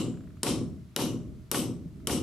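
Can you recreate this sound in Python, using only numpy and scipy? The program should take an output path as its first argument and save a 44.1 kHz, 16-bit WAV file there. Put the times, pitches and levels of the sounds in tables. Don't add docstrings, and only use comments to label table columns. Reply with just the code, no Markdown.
import sys
import numpy as np
from scipy import signal
from scipy.fft import rfft, irfft, next_fast_len
from scipy.io import wavfile
from scipy.ndimage import map_coordinates

SR = 44100
rng = np.random.default_rng(int(sys.argv[2]) if len(sys.argv) > 2 else 0)


def voltage_ratio(decibels):
    exponent = np.asarray(decibels, float) / 20
    return 10 ** exponent


def digitize_waveform(pressure):
    field = np.atleast_2d(pressure).T
    bounded = np.clip(field, -1, 1)
    quanta = np.round(bounded * 32767).astype(np.int16)
    wavfile.write(sys.argv[1], SR, quanta)


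N = 97902
T = np.arange(N) / SR


def unit(x):
    return x / np.sqrt(np.mean(x ** 2) + 1e-20)


def along(points, hz):
    point_hz, values = np.transpose(points)
    return np.interp(np.log(hz + 1), np.log(point_hz + 1), values)


def filtered(x, response):
    size = next_fast_len(N + 8192)
    return irfft(rfft(x, size) * response(np.fft.rfftfreq(size, 1 / SR)), size)[..., :N]


# pitch_hz, likeness (1 = the same)
LIKENESS = [(60, 0.63), (150, 0.76), (380, 0.94), (950, 0.75), (2380, 0.88), (5980, 0.28), (15000, 0.36)]


def pair(likeness):
    def mid_and_side(hz):
        angle = np.arccos(np.clip(along(likeness, hz), -1, 1)) / 2
        return np.array([np.cos(angle), np.sin(angle)])
    mid, side = filtered(rng.standard_normal((2, N)), mid_and_side)
    return np.array([mid + side, mid - side])


def resonance(hz, width_hz):
    return lambda f: 1j * f * width_hz / (hz * hz - f * f + 1j * f * width_hz)


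def dying(start_s, t60_s, rise_s=0.000067):
    t = np.maximum(T - start_s, 0)
    return voltage_ratio(-60 * t / t60_s) * (1 - np.exp(-t / rise_s))


FAR_SIDE_S, SWELL_S, KNEE_S = 0.0326, 0.004, 0.019


def swell(start_s, early_db, late_db, hold_s, t60_s, rise_s):
    t = T - start_s
    late = 1 - np.exp(-np.maximum(t - FAR_SIDE_S, 0) / rise_s)
    fall_s = KNEE_S * np.logaddexp(0, (t - FAR_SIDE_S - hold_s) / KNEE_S)
    return (t > 0) * voltage_ratio(early_db + (late_db - early_db) * late - 60 * fall_s / t60_s)


# start_s, crack_db, wall_db (also the ring), treble_tilt_db per octave, boom_db (also the low wall)
BLOWS = [(-.1, -24, 0, 0.5, 1), (.4318, -21.5, 0.5, 1, 1), (0.9627, -23, -1, 0, 0),
         (1.5145, -21.5, 0, 1.5, -0.5), (2.0717, -21.5, -0.5, 1, 0.5)]
# pitch_hz, crack_db, ring_db, ring_width_hz, ring_t60_s
STEEL = [(2926, -6.5, -46, 270, 0.32), (3107, -13.5, -49, 55, 0.26), (3900, -9, -48.5, 830, 0.31),
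         (5460, -5.5, -47.5, 520, 0.36), (5900, -8, -48, 400, 0.42), (7320, -4.5, -51, 600, 0.46),
         (8110, -11, -45.5, 200, 0.32), (8980, -7.5, -54, 37, 0.32), (10170, -5.5, -52.5, 500, 0.31),
         (11030, -15.5, -51, 420, 0.26), (11680, -3, -48, 150, 0.25)]
# one row a blow, one level_db for each mode
FAVOUR = [(7.5, 0.25, 6, -21, -9, 5.5, 3, 2, -8, -5.5, -3),
          (-4, 2.5, 6, 4.5, -6, -1, -2.5, 7.5, 0, 4, -17.5),
          (7, 0.47, 6.5, 2.5, 3, 1.5, -22, 1.5, -1.8, 6, 4), (1, 0.14, -2, 0.5, -1, -6, 5, -1.5, 1, 9, 8),
          (3.5, 2.4, -7.5, 1.5, -2.5, -2, 2.5, 3, 1.57, 7, 1)]
CRACK_SCATTER = 0.01
CRACK_RISE_S, CRACK_T60_S, GRIT_T60_S = 0.00018, 0.012, 0.013
GRIT_DB, CRACK_LEAN_DB = -3, 4
CRACK_DULL_HZ = 11600


def crack():
    out = np.zeros((2, N))
    grit = unit(filtered(pair(LIKENESS), resonance(5960, 9200)))
    for (start_s, blow_db, *_), favours in zip(BLOWS, FAVOUR):
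        modes = np.zeros(N)
        for (hz, mode_db, *_), favour_db in zip(STEEL, favours):
            cycles = hz * rng.normal(1, CRACK_SCATTER) * T + rng.random()
            modes += voltage_ratio(mode_db + favour_db) * np.sin(2 * np.pi * cycles)
        flash = modes * dying(start_s, CRACK_T60_S, CRACK_RISE_S)
        scrape = voltage_ratio(GRIT_DB) * grit * dying(start_s, GRIT_T60_S, CRACK_RISE_S)
        out += voltage_ratio(blow_db) * (flash + scrape)

    def dull(f):
        ratio = f / CRACK_DULL_HZ
        return 1 / (1 + 1j * ratio - ratio ** 2) ** 2
    return filtered(out, dull) * voltage_ratio([[CRACK_LEAN_DB / 2], [-CRACK_LEAN_DB / 2]])


RING_EARLY_DB, RING_HOLD_S = -7, 0.04


def ring():
    out, noise = np.zeros((2, N)), pair(LIKENESS)
    for m, (hz, _, mode_db, width_hz, t60_s) in enumerate(STEEL):
        power = np.zeros(N)
        for (start_s, _, blow_db, *_), favours in zip(BLOWS, FAVOUR):
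            envelope = swell(start_s, RING_EARLY_DB, 0, RING_HOLD_S, t60_s, SWELL_S)
            power += voltage_ratio(2 * (mode_db + blow_db + favours[m])) * envelope ** 2
        band = unit(filtered(noise, lambda f: resonance(hz, width_hz)(f) ** 2))
        out += band * np.sqrt(power)
    return out


# pitch_hz, early_db (before the far side answers), late_db (after), hold_s, t60_s
WALL = [(60, -82, -56, 0.16, 1.1), (116, -47.5, -42.5, 0.25, 0.91), (250, -43, -35.5, .15, 0.61),
        (401, -39.5, -38.5, 0.081, 0.54), (683, -47.5, -47.5, 0.037, 0.45), (1100, -46.5, -42, 0.02, 0.46),
        (1634, -55, -54.5, 0.017, 0.44), (3100, -50, -42.5, 0.035, 0.35), (4750, -49.5, -46.5, 0.024, 0.34),
        (5660, -52, -44, 0.02, 0.34), (6700, -54.5, -47.5, 0.02, 0.32), (8500, -48, -44.5, 0.02, 0.32),
        (11800, -46, -44.5, 0.018, 0.22), (13000, -69, -78, 0.0413, 0.21), (16000, -80, -83, .04, .2)]
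SAME_BELOW_HZ, LOW_SWELL_CYCLES = 500, 0.83


def wall():
    out, noise = np.zeros((2, N)), pair(LIKENESS)
    centres = [row[0] for row in WALL]
    for k, (hz, early_db, late_db, hold_s, t60_s) in enumerate(WALL):
        weights = list(zip(centres, np.eye(len(WALL))[k]))
        band = unit(filtered(noise, lambda f: along(weights, f) * (f > 30)))
        for b, (start_s, _, blow_db, tilt_db, low_db) in enumerate(BLOWS):
            if hz < SAME_BELOW_HZ:
                shift, level_db = round(start_s * SR), low_db
            else:
                shift, level_db = b * N // 7, blow_db + tilt_db * np.log2(hz / 2000)
            envelope = swell(start_s, early_db, late_db, hold_s, t60_s, SWELL_S + LOW_SWELL_CYCLES / hz)
            out += np.roll(band, shift, axis=1) * voltage_ratio(level_db) * envelope
    return out


# pitch_hz, level_db, t60_s
BOOM = [(126.06, -5.5, 0.98), (146.6, -8.5, 1), (166, -3, 0.78), (178.9, -5.5, 0.85), (204.5, -2, 0.7),
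        (230.2, 2, 0.65), (242.4, 1, 0.64), (264, -0.5, 0.68), (297.3, -8.5, 0.46), (324.3, -5.5, 0.74),
        (344.3, -4.5, 0.56), (360.4, -11.5, 0.81), (388.7, -3.5, 0.46), (444.7, -10, 0.38), (452, -8, 0.4),
        (559, -5.5, .3), (610, -23, 1), (725, -15.5, 0.63), (840, -14, 0.17), (917, -14, 0.37),
        (1130, -16, .4)]
BOOM_DB, BOOM_SWELL_CYCLES = -28, 14


def boom():
    out = np.zeros(N)
    for start_s, *_, blow_db in BLOWS:
        for hz, mode_db, t60_s in BOOM:
            envelope = dying(start_s, t60_s, BOOM_SWELL_CYCLES / hz)
            out += voltage_ratio(BOOM_DB + blow_db + mode_db) * envelope * np.sin(2 * np.pi * hz * (T - start_s))
    return out


# start_s, level_db (relative)
BOUNCES = [(.4648, -30), (.9880, -34), (1.5445, -27), (2.0950, -31)]
SLAP_HZ, SLAP_WIDTH_HZ, SLAP_T60_S = 1500, 2200, 0.045
KNOCK_DB, KNOCK_T60_S = -30.5, 0.026


def knocks():
    envelope = sum(voltage_ratio(db) * dying(start_s, SLAP_T60_S, 0.00066) for start_s, db in BOUNCES)
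    envelope = envelope + sum(voltage_ratio(KNOCK_DB) * dying(start_s, KNOCK_T60_S) for start_s, *_ in BLOWS)
    band = filtered(pair(LIKENESS), lambda f: resonance(SLAP_HZ, SLAP_WIDTH_HZ)(f) ** 2)
    return envelope * unit(band)


CLANG_ABOVE_HZ, CLANG_DB, CLANG_T60_S = 680, 5.5, 0.14


def clang():
    out = np.zeros(N)
    for start_s, bounce_db in BOUNCES:
        for hz, mode_db, _ in BOOM:
            if hz > CLANG_ABOVE_HZ:
                envelope = dying(start_s, CLANG_T60_S, 0.00088)
                tone = np.sin(2 * np.pi * hz * (T - start_s))
                out += voltage_ratio(bounce_db + mode_db + CLANG_DB) * envelope * tone
    return out


# start_s, level_db (relative), pitch_hz, t60_s
THUD = (1.858, -19, 165, .035)


def thud():
    start_s, level_db, hz, t60_s = THUD
    return voltage_ratio(level_db) * dying(start_s, t60_s, 0.0029) * np.sin(2 * np.pi * hz * (T - start_s))


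# start_s, level_db (relative)
TICKS = [(0.1395, -50), (0.1715, -48), (0.206, -53), (0.237, -53.5), (0.2722, -51.5), (0.304, -52.5),
         (0.369, -50.5), (1.9995, -55)]
TICK_HZ, TICK_WIDTH_HZ, TICK_T60_S = 1300, 400, 0.024


def ticks():
    envelope = sum(voltage_ratio(db) * dying(start_s, TICK_T60_S, 0.0018) for start_s, db in TICKS)
    return envelope * unit(filtered(pair(LIKENESS), resonance(TICK_HZ, TICK_WIDTH_HZ)))


# pitch_hz, level_db (relative)
RUMBLE = [(13, -26), (22, -17.5), (75, 0.5), (344, -14), (447, -22), (524, -35.5), (651, -23), (700, -43),
          (910, -78), (1540, -120)]
# start_s, level_db (relative)
GUSTS = [(0, -15), (.25, 2), (.42, -1), (.7, 8), (.9, -8.5), (1.05, -11), (1.3, 9), (1.5, -2), (1.7, 0),
         (1.9, 1), (2.05, 8), (2.22, 6)]
RUMBLE_DB, RUMBLE_WAVER_DB, RUMBLE_LIKENESS = -49.5, -0.5, 0.78


def rumble():
    waver = map_coordinates(rng.standard_normal(20), [T * 6])
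    gusts_db = np.interp(T, *np.transpose(GUSTS))
    noise = unit(filtered(pair([(100, RUMBLE_LIKENESS)]), lambda f: voltage_ratio(along(RUMBLE, f))))
    return voltage_ratio(RUMBLE_DB + RUMBLE_WAVER_DB * waver + gusts_db) * noise


# pitch_hz, level_db (relative)
HISS = [(350, -18), (600, -3), (1410, -1.5), (1690, -6.5), (2030, -5), (3070, -8), (3940, -8.5),
        (13100, -16.5), (16400, -29)]
HISS_DB, HISS_LIKENESS = -67.5, 0.42


def hiss():
    return voltage_ratio(HISS_DB) * unit(filtered(pair([(100, HISS_LIKENESS)]), lambda f: voltage_ratio(along(HISS, f))))


# pitch_hz, level_db (left over right)
LEAN = [(60, 3), (150, .5), (380, 1), (950, 0.5), (2380, -2), (5980, 5.5), (9000, 10.5), (13000, -4)]
DULL_ABOVE_HZ = 12400


def scene():
    def placed(f):
        sides = voltage_ratio(np.outer([0.5, -0.5], along(LEAN, f)))
        return sides / np.sqrt(1 + (f / DULL_ABOVE_HZ) ** 40)
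    answer = filtered(ring() + wall() + boom() + knocks() + clang() + thud() + ticks(), placed)
    return crack() + answer + rumble() + hiss()


def roll_off(x):
    return signal.sosfilt(signal.butter(12, 16510, fs=SR, output="sos"), x)


def record(dry):
    return roll_off(dry)


dry = scene()
out = record(dry)
digitize_waveform(out)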